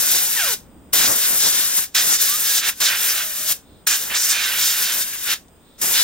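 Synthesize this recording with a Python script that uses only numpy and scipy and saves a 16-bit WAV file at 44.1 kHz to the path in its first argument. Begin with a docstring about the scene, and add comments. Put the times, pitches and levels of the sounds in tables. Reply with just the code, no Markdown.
"""A compressor's blow gun cleans the vents of a laptop, close by, in a small room; the first blast is already blowing.
The free jet hisses, rushes on the vent grille, roars in the hollow case and makes slots ring and whistle, while
spilled air buffets the two microphone ports. Five more blasts follow, with room tone throughout. In the first and
fourth gaps the hand rubs the case; before the fifth and sixth blasts air seeps out. After the long fifth blast the
shell ticks twice; the sixth is still blowing at the end. Air is shaped noise, whistles are gliding sine tones."""
import sys
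import numpy as np
from scipy import signal
from scipy.fft import rfft, irfft
from scipy.io import wavfile
from scipy.ndimage import map_coordinates

SR = 44100
rng = np.random.default_rng(int(sys.argv[2]) if len(sys.argv) > 2 else 0)


def log_audio(samples):
    """Write samples as a 16-bit WAV file to the path given in sys.argv[1]."""
    # one column per channel
    frames = np.atleast_2d(samples).T
    # limit to full scale, then quantise
    limited = np.clip(frames, -1, 1)
    pcm = np.round(limited * 32767).astype(np.int16)
    wavfile.write(sys.argv[1], SR, pcm)


N = 265923
TIME, FREQS = np.arange(N) / SR, np.fft.rfftfreq(N, 1 / SR)

# pulls of the trigger: fully_open_s, shuts_s, closing_speed_db_per_s, pressure_kick_db, extra_leak_time_s
TRIGGER_PULLS = [(-.1, 0.539, 640, 0, 0), (0.933, 1.839, 480, 3, 0.0029), (1.95, 2.693, 600, 2, 0.0034),
                 (2.804, 3.523, 800, -0.5, 0.049), (3.871, 5.336, 777, 7, 0.00085),
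                 (5.816, 6.104, 700, 0.5, 0.034)]


def valve(open_s=0.0064, kick_s=0.0095, leak_db=-13.5, bleed_db=-7.5, bleed_db_per_s=282.5):
    """Flow of air: the valve leaks, snaps open, spends its stored pressure, holds, shuts and bleeds the barrel empty."""
    flow = 0
    for opens, shuts, closing_db_per_s, kick_db, leak_s in TRIGGER_PULLS:
        since_open = TIME - opens
        since_shut = np.maximum(TIME - shuts, 0)
        opening = np.clip(1 + since_open / open_s, 0, 1) ** 2
        leak = from_db(leak_db) * np.clip(1 + since_open / (leak_s + open_s), 0, 1)
        kick = from_db(kick_db * np.exp(-np.maximum(since_open, 0) / kick_s))
        shutting_db = -closing_db_per_s * since_shut
        emptying_db = bleed_db - bleed_db_per_s * since_shut
        closing = from_db(np.maximum(shutting_db, emptying_db))
        flow = flow + np.maximum(opening, leak) * kick * closing
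    return flow


# hiss of the free jet as the nozzle turns, before flow and trim, one curve per blast: time_s, level_db
JET_CURVES = [
    [(0.01, -15), (0.165, -15.2), (0.38, -21.5), (0.455, -21.6), (0.53, -18)],
    [(0.95, -15), (1.21, -17), (1.375, -15.5), (1.62, -16), (1.69, -19), (1.79, -16.6), (1.83, -21.5)],
    [(1.965, -20.5), (2.095, -14.1), (2.155, -19), (2.185, -26), (2.22, -14.5), (2.33, -20), (2.575, -17),
     (2.625, -33), (2.7, -13)],
    [(2.815, -17.5), (2.955, -25.5), (3.03, -17), (3.235, -24), (3.265, -25), (3.46, -22.5), (3.52, -15)],
    [(3.885, -21), (4.135, -28.5), (4.25, -19), (4.33, -21), (4.36, -29.5), (4.58, -20), (4.605, -17.5),
     (4.765, -21.5), (4.825, -17), (4.885, -24.5), (4.985, -17.5), (5.045, -24.5), (5.22, -28.5),
     (5.245, -24), (5.335, -21.5)],
    [(5.825, -19), (6.015, -16)],
]
# the jet sweeps across a vent, levels before flow and trim:
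# middle_s, length_s, grille_rush_db, hollow_roar_db, rush_brightness_db
VENT_CROSSINGS = [(0.152, 0.092, -19.5, -31.5, -3), (0.456, 0.16, -21.5, -26.5, -1.5),
                  (0.977, 0.066, -17.5, -31, -4), (1.04, .065, -17, -25, -1), (1.107, 0.053, -24, -44, 17),
                  (1.245, 0.061, -25.5, -32, -13), (1.452, 0.079, -18, -32.5, -0.5),
                  (1.598, 0.12, -23.5, -38, -10), (1.785, 0.023, -22, -31.5, 4),
                  (1.979, 0.073, -15, -21, -3.5), (2.136, 0.049, -17, -27, 9),
                  (2.217, 0.055, -19, -33.5, 0.5), (2.294, 0.095, -21.5, -33, -1.5),
                  (2.51, 0.09, -20, -33, -3), (2.573, 0.047, -16, -31.5, -1.5),
                  (2.68, 0.1, -21.5, -22.5, -2.5), (2.855, 0.078, -15.5, -22.5, -4),
                  (2.926, 0.073, -27, -21.5, -13), (3.028, 0.082, -25, -27.5, -3),
                  (3.10, 0.032, -35, -27, 10), (3.182, 0.099, -27.5, -27.5, -8),
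                  (3.513, 0.067, -20.5, -34, -1), (3.915, 0.087, -18.5, -22.5, 6),
                  (4.133, 0.054, -45, -26, -2), (4.164, 0.034, -18.5, -25.5, -1),
                  (4.231, 0.079, -23, -33, 11.5), (4.314, 0.037, -17, -27.5, 6), (4.4, .15, -21, -26, -5),
                  (4.523, 0.13, -30, -25, -13), (4.652, .12, -17.5, -29.5, -3), (4.776, 0.15, -26, -30, -6),
                  (4.896, 0.1, -23, -27.5, -6), (5.017, 0.022, -22.5, -35, -1.5),
                  (5.15, 0.038, -42.5, -34.5, -3), (5.326, 0.086, -21, -23, -9),
                  (5.85, 0.19, -32.5, -35, 42), (5.985, 0.071, -15.5, -24.5, -7.5)]
# deflected air hits the microphone, before flow and flutter: middle_s, length_s, level_db
AIR_GUSTS = [(.16, 0.054, -32.5), (1.02, 0.23, -29.5), (1.11, 0.038, -30), (1.32, 0.07, -34.5),
             (1.46, 0.054, -30), (1.58, 0.059, -38.5), (1.79, 0.019, -34.5), (2.09, 0.12, -35.5),
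             (2.58, 0.024, -34), (2.82, 0.059, -35), (4.08, 0.13, -40), (4.98, 0.054, -36.5),
             (5.85, 0.13, -33)]


def air_levels(usual_jet_db=-18):
    """Air always takes all four paths, following the jet; each vent crossing or gust adds a swell of power."""
    jet_db, = in_time([point for blast in JET_CURVES for point in blast])
    extra_db = jet_db - usual_jet_db
    # base level of each other path at the usual jet, and dB gained per dB of the jet
    grille_power = from_db(-24 + 0.79 * extra_db) ** 2
    hollow_power = from_db(-33 + 0.55 * extra_db) ** 2
    steady_spill = from_db(-43 + 1.36 * extra_db)
    # the brightness is an average, weighted by the power of each rush; the steady share has 2 dB
    weighted_brightness = 2 * grille_power
    for s, length, rush_db, roar_db, brightness_db in VENT_CROSSINGS:
        shape = swell(s, length)
        rush_power = (from_db(rush_db) * shape) ** 2
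        grille_power = grille_power + rush_power
        hollow_power = hollow_power + (from_db(roar_db) * shape) ** 2
        weighted_brightness = weighted_brightness + brightness_db * rush_power
    spill = np.hypot(steady_spill, swells(AIR_GUSTS))
    brightness = weighted_brightness / grille_power
    return from_db(jet_db), np.sqrt(grille_power), np.sqrt(hollow_power), spill, brightness


# tone colour of the free jet before the case adds its own: pitch_hz, relative_level_db
JET_SPECTRUM = [(1000, -20), (3000, -52), (6000, -10), (8400, 3.5), (10300, -1), (12800, 4), (14200, 4),
                (16000, 1)]


def jet_hiss():
    """Fast air tears into small eddies: a fluttering, treble-heavy hiss."""
    return air(JET_SPECTRUM, trim_db=-0.5, flutter_db=1.12, flutter_rate=24)


# tone colour of air on the grille before the case and brightness change it: pitch_hz, relative_level_db
GRILLE_SPECTRUM = [(1200, -27.5), (2600, -13), (3500, 0), (4500, -0.5), (5800, 4), (7000, 2.5), (9000, 0),
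                   (12000, -29.5), (16000, -22.5)]


def grille_rush(brightness_db, pivot_hz=5000):
    """The jet splits on the slats; the shorter its run, the smaller the eddies and the brighter the rush."""
    rush = air(GRILLE_SPECTRUM, trim_db=-1.5, flutter_db=1.0, flutter_rate=25)
    dull = irfft(rfft(rush) / (1 + (FREQS / pivot_hz) ** 8), N)
    bright = rush - dull
    return dull * from_db(-brightness_db / 2) + bright * from_db(brightness_db / 2)


# tone colour of the hollow before the case resonances: pitch_hz, relative_level_db
HOLLOW_SPECTRUM = [(300, -20.5), (700, -12.5), (1050, -11), (1400, -6), (2000, -2.5), (2800, 2),
                   (3600, -3.5), (5000, -12), (9000, -20)]


def hollow_roar():
    """Air roars inside the hollow case, strongest in the middle pitches, with a slower flutter."""
    return air(HOLLOW_SPECTRUM, trim_db=-0.55, flutter_db=0.8, flutter_rate=9.4)


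# resonances of the case: pitch_hz, width_hz, lift_db
CASE_RESONANCES = [(1565, 590, 8.5), (3100, 300, 0.5), (3740, 390, 2.5), (5200, 400, 1.5), (6340, 220, 0.5),
                   (8220, 1100, -1.5)]
# likeness of the air noise at the two ports, 1 the same, 0 unrelated, clipped to -1..1: pitch_hz, likeness
PORT_LIKENESS = [(60, -1.4), (400, 10.5), (900, 6.5), (1500, 0.6), (2100, 1.5), (2700, 0), (3700, 2.1),
                 (5500, 0.5), (8000, 0.66), (15000, .66)]


def air(spectrum, trim_db, flutter_db, flutter_rate):
    """One path of the air: eddies make its level flutter, the case colours it."""
    noise = turbulence(over_hz(spectrum) + lift(CASE_RESONANCES), over_hz(PORT_LIKENESS))
    return noise * from_db(trim_db + flutter_db * drift(flutter_rate))


# a slot held under the jet rings broadly, levels before flow: middle_s, length_s, pitch_hz, level_db
RINGING_SLOTS = [(1.98, 0.06, 5400, -26), (3.107, 0.033, 5570, -21.5), (4.168, 0.012, 3600, -29),
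                 (4.225, .09, 5600, -27), (4.388, 0.078, 2460, -27), (4.427, 0.11, 3820, -30.5),
                 (5.994, 0.04, 3500, -32)]


def slot_rings(pass_q=3.9):
    """Turbulence sets the air in a single slot ringing: a hoarse band of noise around its pitch."""
    eddies = turbulence(0, over_hz(PORT_LIKENESS))
    out = 0
    for s, length, hz, db in RINGING_SLOTS:
        slot = signal.iirpeak(hz, pass_q, fs=SR)  # applied twice, for a sharper ring
        once = signal.lfilter(*slot, eddies)
        ring = rms_one(signal.lfilter(*slot, once))
        out = out + from_db(db) * swell(s, length) * ring
    return out


# edge tones, before trim and case: start_s, end_s, first_pitch_hz, last_pitch_hz, level_db, overtone_strength_db
WHISTLE_GLIDES = [(0.03, .13, 594, 753, -48, -8), (.15, .33, 627, 1042, -44.5, -15),
                  (.358, .55, 1015, 380, -35.5, 10), (1.588, 1.69, 1060, 1265, -44, -12),
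                  (2.27, 2.38, 1075, 1290, -36.5, -14), (2.48, 2.55, 1650, 1660, -37.5, -11),
                  (3.214, 3.37, 665, 570, -45.5, -6), (3.35, 3.545, 586, 668, -47, 4)]
# overtones of an edge tone: multiple_of_pitch, level_db
WHISTLE_OVERTONES = [(2, 0), (3, -3), (4, -6)]


def edge_tones(width_hz=24, breath_share=0.16, trim_db=-1, arch_power=.35, overtone_fade_db=-19):
    """Whistles glide evenly as the nozzle passes a slot; the first case resonance lifts partials that cross it."""
    out = 0
    for multiple, partial_db in [(1, 0)] + WHISTLE_OVERTONES:
        # a slow random part makes each partial breathy; the complex form sways both level and phase
        breath = drift(width_hz * multiple) + 1j * drift(width_hz * multiple)
        waver = np.sqrt(1 - breath_share) + np.sqrt(breath_share / 2) * breath
        partial = np.zeros(N, complex)
        for start, end, first_hz, last_hz, level_db, overtone_db in WHISTLE_GLIDES:
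            sounding = (TIME > start) & (TIME < end)
            progress = (TIME[sounding] - start) / (end - start)
            pitch_hz = first_hz * (last_hz / first_hz) ** progress
            phase = 2 * np.pi * np.cumsum(pitch_hz) / SR
            db = level_db + trim_db + partial_db
            if multiple > 1:
                db = db + overtone_db + overtone_fade_db * progress
            arch = np.sin(np.pi * progress) ** arch_power
            partial[sounding] += arch * from_db(db) * np.exp(1j * multiple * phase)
        out = out + np.real(waver * partial)
    return irfft(rfft(out) * from_db(lift(CASE_RESONANCES[:1])), N)


# tone colour of the spilled air: pitch_hz, relative_level_db
SPILL_SPECTRUM = [(20, -8), (50, -8.5), (150, -3.5), (400, -3), (800, -4), (1200, -4.5), (2000, -6.5),
                  (4000, -42)]


def buffet():
    """Spilled air swirls at each port nearly on its own, a little harder on the left."""
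    swirl = turbulence(over_hz(SPILL_SPECTRUM), over_hz([(200, -0.3), (700, 0.095)]))
    left_right_db = np.array([[0], [-1.5]])
    return swirl * from_db(2.4 * drift(41) + left_right_db)


# small plastic ticks, before trim: time_s, level_db
SHELL_TICKS = [(5.482, -44), (5.562, -57)]


def ticks(t60=0.033):
    """The plastic shell ticks in the hand: short dying bursts of noise; t60 is the time (s) to fall 60 dB."""
    knocks = 0
    for s, db in SHELL_TICKS:
        fall_db = 60 * np.clip((TIME - s) / t60, 0, 3)
        knocks = knocks + from_db(db - fall_db) * (TIME >= s)
    return knocks * air(GRILLE_SPECTRUM, trim_db=-6, flutter_db=1, flutter_rate=100)


# air seeps from the half-squeezed valve before a blast: middle_s, length_s, level_db
VALVE_SEEPS = [(3.73, 0.14, -61), (5.73, .16, -60)]
# tone colour of the seeping air: pitch_hz, relative_level_db
SEEP_COLOUR = [(1500, -21), (2800, -20), (3400, -1), (3750, 2), (4100, -3), (4500, -11), (9000, -24),
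               (16000, -37)]


def seep():
    """A thin, narrow hiss from the valve seat."""
    return swells(VALVE_SEEPS) * turbulence(over_hz(SEEP_COLOUR), .5)


def hand_echo(x, delay_s=.0021, sway=0.117, echo_db=-15):
    """A reflection off the moving hand and gun lays a faint, shifting comb on the sound."""
    delay = delay_s * (1 + sway * drift(1.67))
    return x + from_db(echo_db) * np.array([delayed(channel, delay) for channel in x])


# place of the nozzle: time_s, left_port_lead_microseconds
NOZZLE_PLACE = [(0, 30), (.5, 30), (.95, 30), (1.75, 42), (1.97, 17), (2.13, 39), (2.27, 20), (2.65, 23),
                (3.1, 18), (3.3, 28), (3.9, 23), (4.8, 12), (5.0, 23), (5.08, 38), (5.24, 29), (5.32, 31),
                (5.9, 24), (6.02, 46)]


def place(jet, grille, hollow, jet_weight=3, vent_shift_us=-22.5):
    """Lead of the left port in microseconds: the sound moves right, from nozzle to vents, as they take over."""
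    nozzle_us, = in_time(NOZZLE_PLACE)
    vents = grille ** 2 + hollow ** 2
    return nozzle_us + vent_shift_us * vents / (vents + jet_weight * jet ** 2)


# level between the ports, before the pan by place: pitch_hz, left_minus_right_db
PORT_BALANCE = [(60, -2.5), (350, -4), (750, -2), (1150, -7), (1900, 0.5), (2700, -6), (3400, 0),
                (4200, -2.5), (5500, -0.5), (7500, 1.5), (9000, 2), (11000, 5.5), (13000, 2.5), (15500, -1)]
# the way round the microphone's housing turns the phase, on top of the lead: pitch_hz, left_lead_radians
HOUSING_PHASE = [(800, 0.42), (1200, 0.75), (2000, -0.33), (2350, -0.88), (3000, 0.62), (3800, 0.63),
                 (4600, 0.65), (5400, 0.5), (6100, 1.02), (7200, 0.39), (9400, 0.42), (11000, 0.15),
                 (15000, -0.69)]


def at_ports(x, lead_us, centre_us=16, pan_db_per_us=0.07):
    """Lead sets the right port's delay and the loudness balance; the housing shades and delays each port."""
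    half = np.array([[.5], [-.5]])
    pair = np.array([x[0], delayed(x[1], lead_us / 1e6)])
    pair = pair * from_db(half * pan_db_per_us * (lead_us - centre_us))
    shade = from_db(half * over_hz(PORT_BALANCE))
    turn = np.exp(1j * half * over_hz(HOUSING_PHASE))
    return irfft(rfft(pair) * shade * turn, N)


def room(x, t60, wet_db):
    """A short diffuse tail, different at each port; t60 is the time (s) to fall 60 dB."""
    t = TIME[:SR // 2]
    tail = rng.standard_normal((2, len(t))) * from_db(-60 * t / t60) * (t > .003)
    tail /= np.sqrt(np.sum(tail ** 2, axis=1, keepdims=True))
    return x + from_db(wet_db) * signal.fftconvolve(x, tail, axes=1)[:, :N]


# the hand shifts on the case: middle_s, length_s, level_db
HAND_RUBS = [(.74, 0.41, -47.5), (3.74, 0.12, -49)]
# tone colour of the rub: pitch_hz, relative_level_db
RUB_SPECTRUM = [(30, -7), (70, 3), (130, -4.5), (250, 0), (500, -12), (1500, -27), (5000, -63)]


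def hand_rubs():
    """The hand shifting on the case makes a dull, low rub."""
    return swells(HAND_RUBS) * turbulence(over_hz(RUB_SPECTRUM), 0.77)


# tone colour of the room before the hiss peaks: pitch_hz, relative_level_db
ROOM_SPECTRUM = [(20, -8), (60, 2.5), (130, -6.5), (210, -0.5), (400, -5.5), (600, -9), (1200, -15),
                 (2200, -22), (3600, -23), (4500, -37.5), (7000, -35), (10500, -47), (13300, -56.5),
                 (14800, -20.5), (16000, -18)]
# peaks in the background hiss: pitch_hz, width_hz, lift_db
BACKGROUND_PEAKS = [(4940, 560, 13), (7260, 400, 1.5), (8520, 2200, 25), (12000, 640, 25)]


def room_tone(level_db=-50):
    """Steady low room noise with a thin hiss on top."""
    likeness = over_hz([(100, 0.73), (500, 0.85), (2000, 0.24), (8000, 0.26)])
    return from_db(level_db) * turbulence(over_hz(ROOM_SPECTRUM) + lift(BACKGROUND_PEAKS), likeness)


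def turbulence(db, likeness):
    """Stereo noise of a given spectrum, partly shared by both ports; rms 1."""
    mid, side = rfft(rng.standard_normal((2, N)))
    alike = np.clip(likeness, -1, 1)
    pair = np.sqrt(1 + alike) * mid + np.sqrt(1 - alike) * side * [[1], [-1]]
    return rms_one(irfft(from_db(db) * pair, N))


def drift(rate):
    """Slow chance of spread 1, changing about rate times a second."""
    return rms_one(irfft(rfft(rng.standard_normal(N)) / (1 + (FREQS / rate) ** 2), N))


def swell(middle_s, length_s, squareness=3.32):
    """A smooth rise and fall of height 1, length_s wide at half power; squareness 2 is a bell, more is flatter."""
    distance = np.abs(2 * (TIME - middle_s) / length_s)
    return np.sqrt(.5 ** np.minimum(distance ** squareness, 200))


def swells(rows):
    """Joint amplitude of unrelated swells, given as middle_s, length_s, level_db."""
    return np.sqrt(sum((from_db(db) * swell(s, length)) ** 2 for s, length, db in rows))


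def lift(resonances):
    """dB that a set of resonances adds at each frequency."""
    return sum(db / (1 + (2 * (FREQS - hz) / width) ** 2) for hz, width, db in resonances)


def over_hz(points):
    """A table joined by straight lines over log frequency."""
    hz, value = np.transpose(points)
    return np.interp(np.log(FREQS + 1), np.log(hz), value)


def in_time(rows):
    """Each column of a curve at every sample."""
    s, *columns = np.transpose(rows)
    return [np.interp(TIME, s, c) for c in columns]


def delayed(x, seconds):
    """The sound read later by a delay that may change, smoothly between samples."""
    return map_coordinates(x, [np.arange(N) - seconds * SR], order=5, mode="nearest")


def from_db(db):
    """Amplitude for a level in dB."""
    return 10 ** (np.asarray(db) / 20)


def rms_one(x):
    """The sound scaled to an rms of 1."""
    return x / np.sqrt(np.mean(x ** 2) + 1e-20)


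def scene():
    """Flow drives every path of the air; the sources are placed at the ports, then get the room around them."""
    flow = valve()
    jet, grille, hollow, spill, brightness_db = air_levels()
    vents = grille * grille_rush(brightness_db) + hollow * hollow_roar()
    # the hiss fades faster than the flow: the sound dulls as the pressure falls
    blast = flow ** 1.24 * jet * jet_hiss() + flow * (vents + slot_rings())
    sources = hand_echo(blast) + edge_tones() + ticks() + seep()
    near = at_ports(sources, place(jet, grille, hollow))
    reverberant = room(near, t60=.17, wet_db=-17)
    return reverberant + flow * spill * buffet() + hand_rubs() + room_tone()


def record(dry):
    """A narrow notch in the treble, and the top is cut."""
    notched = signal.lfilter(*signal.iirnotch(7900, 40, fs=SR), dry)  # Hz, sharpness
    top_cut = signal.ellip(12, .1, 70, 15850, fs=SR, output="sos")  # order, ripple dB, depth dB, Hz
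    return signal.sosfilt(top_cut, notched)


dry = scene()
out = record(dry)
log_audio(out)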